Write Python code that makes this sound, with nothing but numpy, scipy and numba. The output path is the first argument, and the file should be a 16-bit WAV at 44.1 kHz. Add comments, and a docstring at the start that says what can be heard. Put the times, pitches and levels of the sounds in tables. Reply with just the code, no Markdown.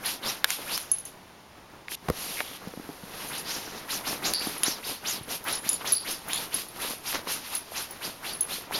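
"""A dog digs at a blanket on a mattress, close to a small camera in a quiet bedroom.
Claws zip over the weave: bands of noise whose pitch follows paw speed. The cloth adds noise as hiss, scrape and rumble.
Metal collar tags clink as sets of fading tones, and threads snag and paws thump as short rings.
Runs of small dull contacts clatter or rub. In a pause the camera is knocked twice and cloth slides near it."""
import sys
import numpy as np
from scipy import signal
from scipy.fft import rfft, irfft, next_fast_len
from scipy.io import wavfile
from scipy.ndimage import uniform_filter1d
from numba import njit

SR = 44100
rng = np.random.default_rng(int(sys.argv[2]) if len(sys.argv) > 2 else 0)


def unload_audio(sound):
    """Save the sound as a 16-bit wav file, at the path given as the first command line argument."""
    columns = np.transpose(np.atleast_2d(sound))
    # keep every value between -1 and 1, then stretch to whole-number steps
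    steps = np.round(np.clip(columns, -1, 1) * 32767)
    wavfile.write(sys.argv[1], SR, steps.astype(np.int16))


N = 387638  # length of the scene [samples]

# Paw strokes; the cloth times are stretched separately for each cloth layer:
# (start [s], speeding-up time [s], zip length [s], top zip pitch [Hz], last zip pitch [Hz], zip level [dB],
#  cloth swell [s], hold [s], fade [s], fine hiss level [dB], scrape level [dB], rumble level [dB])
STROKES = [(0.021, 0.0466, .2, 4730, 3450, -37, 0.062, 0.023, 0.096, -37.5, -31.5, -43),
           (0.22, 0.066, 0.13, 5680, 4300, -29.5, 0.058, 0.0099, .14, -39, -31.5, -41),
           (0.456, 0.057, 0.16, 4120, 3500, -45, 0.064, .005, .11, -36, -33, -46),
           (0.653, 0.107, 0.11, 5740, 5500, -30.5, 0.086, .005, 0.15, -38, -35.5, -42.5),
           (3.284, 0.088, 0.16, 4600, 4500, -41, 0.056, 0.067, 0.057, -47, -34, -43),
           (3.442, 0.086, .13, 6400, 5570, -34, 0.063, 0.0088, 0.31, -42.5, -36.5, -41),
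           (3.874, 0.064, 0.13, 6460, 5530, -32, 0.044, 0.044, .09, -39.5, -36, -42.5),
           (4.032, 0.05, 0.12, 5700, 5140, -33, 0.049, 0.053, 0.077, -40, -36.5, -37.5),
           (4.215, 0.064, .12, 6950, 5500, -33.5, 0.05, 0.026, 0.094, -39.5, -30, -37),
           (4.395, .042, 0.13, 4700, 4500, -35, 0.038, 0.018, .26, -42, -37, -41),
           (4.613, 0.069, 0.19, 6250, 4000, -29, 0.078, .005, .09, -38, -31.5, -39),
           (4.82, 0.035, .21, 4730, 4300, -37.5, 0.072, 0.011, 0.11, -39, -38.5, -42),
           (5.031, 0.069, .18, 6800, 3800, -28, 0.062, .045, 0.086, -39, -33, -40.5),
           (5.277, .035, 0.067, 6040, 5000, -40, 0.039, 0.039, 0.054, -39, -42, -39),
           (5.436, 0.11, 0.16, 5670, 4500, -34.5, 0.065, 0.0045, .11, -40, -26.5, -39.5),
           (5.623, 0.065, 0.17, 4960, 4600, -35, 0.036, 0.069, .09, -43.5, -40, -46),
           (5.838, 0.059, 0.13, 6200, 5970, -31.5, 0.028, 0.04, 0.082, -42, -32, -41.5),
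           (6.031, 0.081, 0.16, 5460, 5000, -38.5, 0.078, .005, 0.096, -39.5, -35.5, -41.5),
           (6.27, 0.06, 0.21, 4200, 3000, -33, 0.043, 0.095, 0.11, -43, -37, -40),
           (6.505, 0.042, .12, 5100, 4520, -39.5, 0.048, 0.046, 0.095, -40.5, -39, -46),
           (6.738, .025, 0.04, 3700, 3770, -48, 0.027, .01, .04, -50, -50, -48.5),
           (6.779, 0.053, 0.15, 3570, 4030, -36.5, .047, 0.093, 0.09, -40, -35.5, -39.5),
           (7.035, .037, 0.19, 5530, 1800, -42, 0.064, 0.0085, 0.1, -37, -36.5, -46),
           (7.258, 0.036, 0.072, 5470, 5950, -38, 0.054, .005, 0.13, -37, -32, -37.5),
           (7.496, 0.047, 0.046, 5000, 5000, -46, 0.064, .005, 0.071, -41.5, -36.5, -49),
           (7.733, .04, .08, 5600, 5100, -39, 0.044, .03, .1, -41, -33.5, -44.5),
           (8.002, 0.047, .13, 4950, 4500, -35.5, 0.05, .005, 0.12, -41, -37, -40),
           (8.217, .075, 0.14, 4760, 4600, -36.5, 0.051, .01, 0.14, -42.5, -34, -44.5),
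           (8.467, 0.0645, 0.12, 4400, 4330, -36.5, 0.064, .01, .14, -39.5, -38, -41.5),
           (8.708, 0.0535, 0.092, 4940, 4850, -30.5, .03, 0.051, .1, -41, -36, -36)]


def undb(db):
    """Turn decibels into a gain."""
    return 10 ** (np.asarray(db) / 20)


def band_level(x, lo_hz, hi_hz):
    """Scale a sound so that its part inside a band has rms 1."""
    band_filter = signal.butter(4, [lo_hz, hi_hz], "band", fs=SR, output="sos")
    part = signal.sosfilt(band_filter, x)
    return x / np.sqrt(np.mean(part ** 2))


def colour(x, points):
    """Filter a sound with the gain curve drawn through (frequency [Hz], level [dB]) points."""
    size = next_fast_len(N)
    hz, db = np.transpose(points)
    bin_hz = np.arange(size // 2 + 1) * SR / size
    gain = undb(np.interp(np.log(bin_hz + 1), np.log(hz), db))  # + 1 avoids log(0)
    return irfft(rfft(x, size) * gain, size)[:N]


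@njit
def svf(x, hz, q):
    """Filter with a moving centre: returns the band round it (gain 1) and what lies below it."""
    band, low = np.empty(len(x)), np.empty(len(x))
    b, l = 0., 0.  # the filter's two memories
    for i in range(len(x)):
        g = np.tan(np.pi * hz[i] / SR)
        v = (b + g * (x[i] - l)) / (1 + g * (g + 1 / q))
        band[i] = v / q
        low[i] = l + g * v
        b, l = 2 * v - b, l + 2 * g * v
    return band, low


def add(track, s, sound):
    """Mix a sound in at a time [s]."""
    i = int(s * SR)
    track[i:i + len(sound)] += sound[:N - i]


def decay(t, t60):
    """Fade that falls by 60 dB in t60 seconds."""
    return np.exp(-np.log(1000) * t / t60)


def ring(hz, t60, phase=0.):
    """One tone of a struck body, dying away."""
    t = np.arange(int(t60 * SR)) / SR
    return np.sin(2 * np.pi * hz * t + phase) * decay(t, t60)


def burst(noise, hz, q, t60):
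    """A short decaying crack of noise round a pitch, peak 1."""
    t = np.arange(len(noise)) / SR
    x = svf(noise * decay(t, t60), np.full(len(t), 1. * hz), q)[0]
    return x / np.abs(x).max()


def blow(hz, t60):
    """A short ring of a small body, which radiates little below its pitch; peak 1."""
    x = np.append(ring(hz, t60), np.zeros(300))  # room for the filter to settle
    x = signal.lfilter(*signal.butter(2, 0.5 * hz, "high", fs=SR), x)
    return -x / np.abs(x).max()


def flicker(rate):
    """Random levels, one every 1 / rate seconds, joined by straight slides; spread near 1."""
    size = int(SR / rate)
    steps = np.repeat(rng.standard_normal(N // size + 1), size)
    return 1.16 * uniform_filter1d(steps, size)[:N]


def fibres(grain_db):
    """Dense slips of single fibres: noise whose grains differ in size."""
    size = undb(grain_db * np.minimum(rng.exponential(size=N // 16 + 1), 4.5))
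    x = rng.standard_normal(N) * np.repeat(size, 16)[:N]  # 16 samples a grain
    return x / x.std()


def patchy(x, patchy_db, rate):
    """Each half octave flickers alone, as claws catch and lose different threads."""
    out = np.zeros(N)
    for hz in 250 * 2 ** np.arange(0, 5.6, .5):
        out += undb(patchy_db * flicker(rate)) * svf(x, np.full(N, hz), 2.5)[0]
    return out


def room():
    """Still air and microphone hiss: steady noise, strongest in the bass."""
    # Spectrum of the quiet room: (frequency [Hz], level per Hz [dB])
    room_spectrum = [(15, -23), (35, -6.5), (70, -2.5), (110, -3), (150, -3), (330, -6.5), (500, -10),
                     (900, -4), (1500, -12.5), (3000, -14), (6000, -20), (9000, -25), (11000, -24),
                     (13500, -32), (16500, -38)]
    room_db = -50.5
    x = colour(rng.standard_normal(N), room_spectrum)
    return undb(room_db) * x / x.std()


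def rattles():
    """Uneven runs of small contacts, each ringing one heavily damped resonance."""
    # Quick runs of small dull contacts: clatter of tags or strap, and one rub of cloth:
    # (start [s], length [s], pitch [Hz], ring t60 [s], level at start [dB], level at end [dB])
    contact_runs = [(2.365, 0.048, 2270, 0.0055, -38, -30), (1.921, 0.031, 3600, 0.0034, -51, -38),
                    (2.424, 0.15, 3340, 0.0023, -48, -45), (2.615, 0.029, 1300, 0.0047, -49, -47),
                    (4.345, 0.14, 4650, 0.0049, -23.5, -45), (5.945, 0.11, 4620, 0.004, -31, -45),
                    (6.344, 0.1, 3500, 0.0054, -33, -52)]
    hits_per_s = 1100  # on average
    out = np.zeros(N)
    for s, length, hz, t60, start_db, end_db in contact_runs:
        size = int(length * SR)
        struck = rng.random(size) < hits_per_s / SR
        hits = struck * (rng.random(size) - .5)
        hits = hits / hits.std() * undb(np.linspace(start_db, end_db, size))
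        body = np.convolve(ring(hz, t60), ring(hz, 0.4 * t60))
        body = body / np.sqrt(np.sum(body ** 2))
        add(out, s, np.convolve(hits, body))
    return out


def thumps():
    """Soft blows: a cycle or two of the padded body, with a harder overtone."""
    # Paw thumps on the mattress and knocks on the camera: (time [s], main peak level [dB], pitch [Hz])
    soft_blows = [(0.592, -29, 514), (2.086, -22, 164), (2.0994, -22, 85.6), (2.099, -23, 146),
                  (2.1012, -10.5, 467), (2.4053, -16, 835), (2.412, -23, 810), (2.673, -25, 207),
                  (2.7376, -27.5, 480), (2.7743, -26.5, 248), (2.7978, -27, 304), (2.891, -24.5, 330),
                  (2.898, -28, 300), (3.0355, -29.5, 206), (4.282, -28, 540), (4.471, -19.5, 308),
                  (4.6815, -20, 322), (4.8675, -32, 418), (5.211, -32.5, 130), (5.665, -30, 252),
                  (6.392, -33, 470), (6.562, -37, 226), (6.848, -26, 506), (6.9345, -29, 570),
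                  (7.2722, -24.5, 556), (8.078, -28, 277), (8.5835, -31, 445)]
    out = np.zeros(N)
    for s, db, hz in soft_blows:
        add(out, s, undb(db) * blow(hz, 4.3 / hz))
        add(out, s, undb(db - 7.5) * blow(2.17 * hz, 3.0 / hz))
    return out


def snaps():
    """A few cycles of a small stiff body, with a treble crack of noise."""
    # Claws snagging a thread and hard taps; the ring takes 1.53 times the listed cycles to fall 60 dB:
    # (time [s], ring peak level [dB], pitch [Hz], ring length [cycles], crack peak level [dB])
    hard_taps = [(0.4438, -3.5, 1630, 7.8, -7), (0.4441, -2, 3700, 8.7, -3), (0.505, -13.5, 2410, 5.7, -21),
                 (.5047, -5, 7400, 13, -14), (.7768, -22, 1400, 1.7, -11), (1.8837, -19, 2120, 6, -42),
                 (1.8827, -28, 4000, 5, -45), (1.919, -21.5, 2170, 4.6, -38),
                 (2.0853, -16, 1110, 0.57, -36), (2.0878, -13.5, 776, 1.6, -24),
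                 (2.0998, -17, 1130, 0.54, -17.5), (2.683, -50, 9000, 2, -33),
                 (2.4051, -8.5, 1760, 2.3, -31), (4.337, -11, 4560, 20, -13.5),
                 (4.6338, -15, 2210, 2.3, -9), (5.6912, -5, 6450, 7.1, -27),
                 (5.9345, -16.5, 4000, 8.4, -32), (6.333, -9.5, 3820, 4, -22), (7.129, -16, 2000, 1.9, -34),
                 (7.1476, -13, 2980, 1.4, -34), (7.1562, -13.5, 1400, 1.1, -38), (7.272, -24, 980, 10, -36),
                 (5.811, -27, 980, 5, -42), (5.845, -24, 895, 4.5, -45), (7.72, -27.5, 684, 5.1, -42),
                 (8.71, -23, 849.7, 6, -44)]
    out = np.zeros(N)
    for s, db, hz, cycles, crack_db in hard_taps:
        noise = rng.standard_normal(500)
        add(out, s, undb(db) * blow(hz, 1.53 * cycles / hz))
        add(out, s, undb(crack_db) * burst(noise, 6500, 0.25, 0.011))
    return out


def tags():
    """Each clink starts every tone of the metal afresh, with a tick; close pairs of tones beat."""
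    # Tags meeting; t60 is that of the 10.8 kHz ring, short when fur damps the tags:
    # (time [s], 10.8 kHz ring level [dB], then relative to it: 14.8 kHz ring [dB], 7.0 kHz ring [dB],
    #  6.4 kHz ring [dB], tick before a shared boost [dB]; t60 [s])
    clinks = [(0.059, -19.5, -33, -28, -25, -13, 0.12), (0.8, -29, -25, -23, -24, -8, 0.18),
              (0.9157, -9, -39, -30, -17, -24, 0.14), (0.9846, -23, -41, -24, -14, -23, 0.12),
              (1.0529, -29.5, -26, -17, -6, -5, 0.14), (3.2868, -30.5, -17, -24, -8, -8, 0.18),
              (3.3815, -26, -43, -14, -8, -23, 0.15), (4.3357, -21, -23, -27, -26, 6, 0.15),
              (4.3963, -30.5, -23, -23, -20, -5, 0.18), (4.469, -28, -30, -20, -17, -9, 0.18),
              (4.58, -26, -29, -31, -26, -14, 0.08), (4.6336, -12.5, -30, -13, -14, -23, 0.11),
              (5.2329, -35, -21, -29, -25, -13, 0.12), (5.4405, -37, 5, -17, -12, -6, 0.18),
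              (5.4818, -29, -25, -21, -18, -6, 0.18), (5.5262, -19.5, -31, -23, -22, -4, 0.13),
              (5.5532, -23, -24, -17, -21, -18, 0.24), (5.691, -12, -30, -13, -21, -5, 0.13),
              (5.7307, -14, -27, -13, -32, -11, 0.12), (5.8745, -29, -24, -11, 0, -6, 0.18),
              (5.9222, -10, -16, -31, -26, -4, 0.24), (6.111, -23.5, -14, -17, -7, -9, 0.18),
              (6.2845, -31, 1, -20, -13, -5, 0.14), (6.332, -19.5, -24, -8.5, -13, -16, 0.17),
              (6.3583, -21.5, -29, -21, -18, -14, 0.1), (6.543, -15, -38, -21, -17, -23, 0.11),
              (6.686, -33.5, -20, -25, -25, -8, 0.1), (6.8193, -26.5, -19, -22, -10, -8, 0.13),
              (6.978, -39, -25, -25, -25, -16, 0.15), (7.2778, -39, -21, -14, -12, -4, 0.18),
              (7.3222, -22, -31, -14, -16, -12, 0.18), (7.551, -16, -14, -35, -20, -24, 0.16),
              (7.824, -29, -25, -25, -25, -16, 0.092), (7.909, -31, -4, -26, -16, -12, 0.14),
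              (8.334, -25.5, -30, -34, -25, -16, 0.23), (8.4085, -12, -15, -45, -16, -16, 0.14)]
    # Tones of the tags, in close pairs:
    # (pitch [Hz], partner pitch [Hz], partner level [dB], ring time relative to the first pair [ratio])
    tag_tones = [(10745, 10795, -3, 1), (14745, 14790, -5, .6), (7020, 7050, -9, 1.1),
                 (6340, 6400, -2, .65)]
    detune_hz = 30  # each clink's tones are detuned at random; full range
    tick_boost_db = 7.5
    out = np.zeros(N)
    for s, db, *shares, tick_db, t60 in clinks:
        for (hz, pair_hz, pair_db, life), share_db in zip(tag_tones, [0] + shares):
            chance, detune, pair_detune = rng.random(3) - .5
            pair_gain = undb(pair_db)
            tone = ring(hz + detune_hz * detune, life * t60)
            # the random phase lets the beat start anywhere within a range
            partner = ring(pair_hz + detune_hz * pair_detune, life * t60, 2.3 * chance)
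            beat = (tone + pair_gain * partner) / (1 + pair_gain)
            add(out, s, undb(db + share_db) * beat)
        tick = burst(rng.standard_normal(400), 11300, 1.3, 0.0036)
        add(out, s, undb(db + tick_db + tick_boost_db) * tick)
    return out


def dragging():
    """Gains of hiss, scrape and rumble: each movement swells, holds and fades over the settling folds."""
    # Cloth sliding without claws; times are stretched separately for each layer:
    # (start [s], swell [s], hold [s], fade [s], fine hiss level [dB], scrape level [dB], rumble level [dB])
    slides = [(0.575, 0.045, 0.053, 0.069, -47.5, -41.5, -45.5), (0.916, 0.034, .05, .06, -55.5, -53, -59),
              (1.038, .03, .01, 0.087, -53, -57, -59), (1.889, .035, 0.028, 0.0047, -41, -44, -50),
              (2.113, 0.1, 0.19, 0.096, -42, -42.5, -54), (2.423, 0.033, .11, .03, -50.5, -54, -66),
              (3.056, .18, .02, 0.38, -46.5, -40.5, -43), (3.73, 0.062, 0.0044, 0.06, -52, -44, -47),
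              (5.81, .012, .005, .03, -54, -35.5, -49), (6.4, .03, .01, .07, -45, -37.5, -47),
              (7.13, .025, .01, .07, -50, -32, -38), (6.236, 0.043, 0.022, .05, -60, -52, -42),
              (7.413, 0.064, 0.064, 0.076, -46.5, -40.5, -53), (7.697, 0.035, .01, .05, -48, -54, -47),
              (7.902, 0.035, 0.036, 0.088, -60, -49, -48.5), (8.4, 0.038, .04, .05, -56, -47, -55)]
    # Folds settling between strokes: (time [s], fine hiss level [dB], scrape level [dB], rumble level [dB])
    settling = [(0, -59, -50, -45), (.2, -68, -59, -49.5), (.9, -62, -54, -54), (1.17, -70, -85, -55.5),
                (1.84, -80, -74, -54), (1.99, -72, -62, -59), (2.09, -56.5, -57, -44.5),
                (2.6, -60.5, -51.5, -46.5), (3.01, -56.5, -58, -48.5), (3.6, -60, -46.5, -44.5),
                (4.6, -50, -44, -45), (5.0, -60.5, -51.5, -52.5), (5.8, -54.5, -52, -48),
                (6.7, -56.5, -57, -49.5), (7.65, -58, -52, -52), (8.2, -57.5, -57, -48.5),
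                (8.79, -71, -58, -51)]
    # How hiss, scrape and rumble (one row each) follow a movement:
    # (lead [s], swell time share [ratio], hold share [ratio], fade time share [ratio],
    #  swell curve [exponent], fade curve [exponent])
    follows = [(.002, 1, 0.99, 0.85, 1.67, 1.33), (0.011, 0.76, 0.53, 1.17, 1.83, 0.95),
               (.03, 0.86, .9, 1.64, 1.37, 1.03)]
    edge_db = 20  # a swell starts, and a fade ends, this far under the hold level
    t = np.arange(0, N, 32) / SR  # every 32nd sample is fine enough
    s, *columns = np.transpose(settling)
    power = [undb(2 * np.interp(t, s, levels)) for levels in columns]  # twice the dB gives power
    movements = [(row[0], *row[6:]) for row in STROKES] + slides
    for start, swell, hold, fade, *levels in movements:
        for k, (db, follow) in enumerate(zip(levels, follows)):
            lead, swell_share, hold_share, fade_share, swell_curve, fade_curve = follow
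            top = start + swell_share * swell
            hold_end = top + hold_share * abs(hold)
            before = np.maximum(top - t, 0) / (lead + swell_share * swell)
            after = np.maximum(t - hold_end, 0) / (fade_share * fade)
            drop_db = edge_db * (before ** swell_curve + after ** fade_curve)
            power[k] = power[k] + undb(2 * (db - drop_db))
    return [np.interp(np.arange(N) / SR, t, np.sqrt(p)) for p in power]


def strokes():
    """Pitch of threads passing a claw (it follows paw speed) and loudness of the zip."""
    t = np.arange(N) / SR
    marks, zip_gain = [], np.zeros(N)
    for s, rise, length, top_hz, end_hz, db, *_ in STROKES:
        marks += [(s - .035, 4600), (s, 550), (s + 0.68 * rise, 0.812 * top_hz),
                  (s + rise, top_hz), (s + length, end_hz)]
        times = [s, s + 0.23 * rise, s + 0.94 * rise, s + 1.33 * rise, s + length]
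        zip_gain += undb(db) * np.interp(t, times, [0, 0.43, 0.88, 0.59, 0.0023])
    s, hz = np.transpose(sorted(marks))
    return np.clip(np.interp(t, s, hz), 300, 7500), zip_gain


def cloth():
    """A narrow zip at the thread rate, scrape below it, fine hiss above and the rumble of the folds."""
    # Spectrum of the fine hiss: (frequency [Hz], level per Hz [dB])
    hiss_spectrum = [(1200, -34), (2500, -1), (5000, -2), (7000, -5.5), (9100, -4), (11400, 3), (13000, -5),
                     (14800, -18), (16500, -23)]
    # Spectrum of the scrape: (frequency [Hz], level per Hz [dB])
    scrape_spectrum = [(400, -15), (900, 0.5), (1500, -1.5), (3000, -2.5), (5000, -2), (7500, 3),
                       (9500, -40)]
    zip_q = 6.5  # sharpness of each of the two filters that shape the zip
    hiss_gain, scrape_gain, rumble_gain = dragging()
    hz, zip_gain = strokes()

    zips = np.zeros(N)
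    for speed, db in [(0.99, -0.5), (0.768, -4)]:  # the second claw trails, slower
        wobble_hz = speed * hz * (1 + 0.035 * flicker(45))
        band = svf(fibres(grain_db=1.5), wobble_hz, zip_q)[0]
        band = svf(band, wobble_hz, zip_q)[0]
        even_out = np.sqrt(3000 / hz)  # bands widen with pitch
        zips += undb(db + 2.2 * flicker(70)) * even_out * band
    zips = zips / zips.std()

    scrape = colour(fibres(grain_db=1.5), scrape_spectrum)
    scrape = patchy(scrape, patchy_db=3.5, rate=55)
    for q in (.55, .8, 1.5):
        scrape = svf(scrape, 1.2 * hz, q)[1]  # a slow paw makes little treble
    scrape = band_level(scrape, 1000, 9300)

    hiss = band_level(colour(fibres(grain_db=1.67), hiss_spectrum), 11510, 13300)

    rumble = colour(fibres(grain_db=2.5), [(20, -3.5), (40, -6.5), (90, -8.5), (150, -0.5), (300, 2),
                                           (1000, -2.5), (2000, -7), (4000, -24.0)])
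    rumble = band_level(rumble * undb(2.2 * flicker(30)), 140, 1360)
    return zip_gain * zips + scrape_gain * scrape + hiss_gain * hiss + rumble_gain * rumble


def scene():
    """Mix all sources; hard sounds get a short noise tail from the soft room."""
    hard = tags() + snaps() + thumps() + rattles()
    t = np.arange(SR // 5) / SR
    tail = rng.standard_normal(len(t)) * decay(t, 0.064) * (t > .003)
    tail = svf(tail, np.full(len(t), 2500.), 0.65)[1]  # bedding swallows the treble
    hard = hard + undb(-34.5) * signal.fftconvolve(hard, tail)[:N]
    return (cloth() + hard + room())[None]


def record(dry):
    """The camera rounds loud peaks, notches a narrow band, lowers the high treble and cuts the top."""
    notch_hz, shelf_hz, top_hz = 7885, 15800, 16730
    x = np.tanh(0.99 * dry) / 1.213  # the loudest peaks are rounded
    for q in (6.5, 30.):  # a wide notch, then a narrow one
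        x = signal.lfilter(*signal.iirnotch(notch_hz, q, SR), x)
    low = signal.sosfiltfilt(signal.ellip(8, .1, 50, shelf_hz, fs=SR, output="sos"), x)
    x = low + undb(-30) * (x - low)
    return signal.sosfilt(signal.ellip(10, .2, 70, top_hz, fs=SR, output="sos"), x)


dry = scene()
out = record(dry)
unload_audio(out)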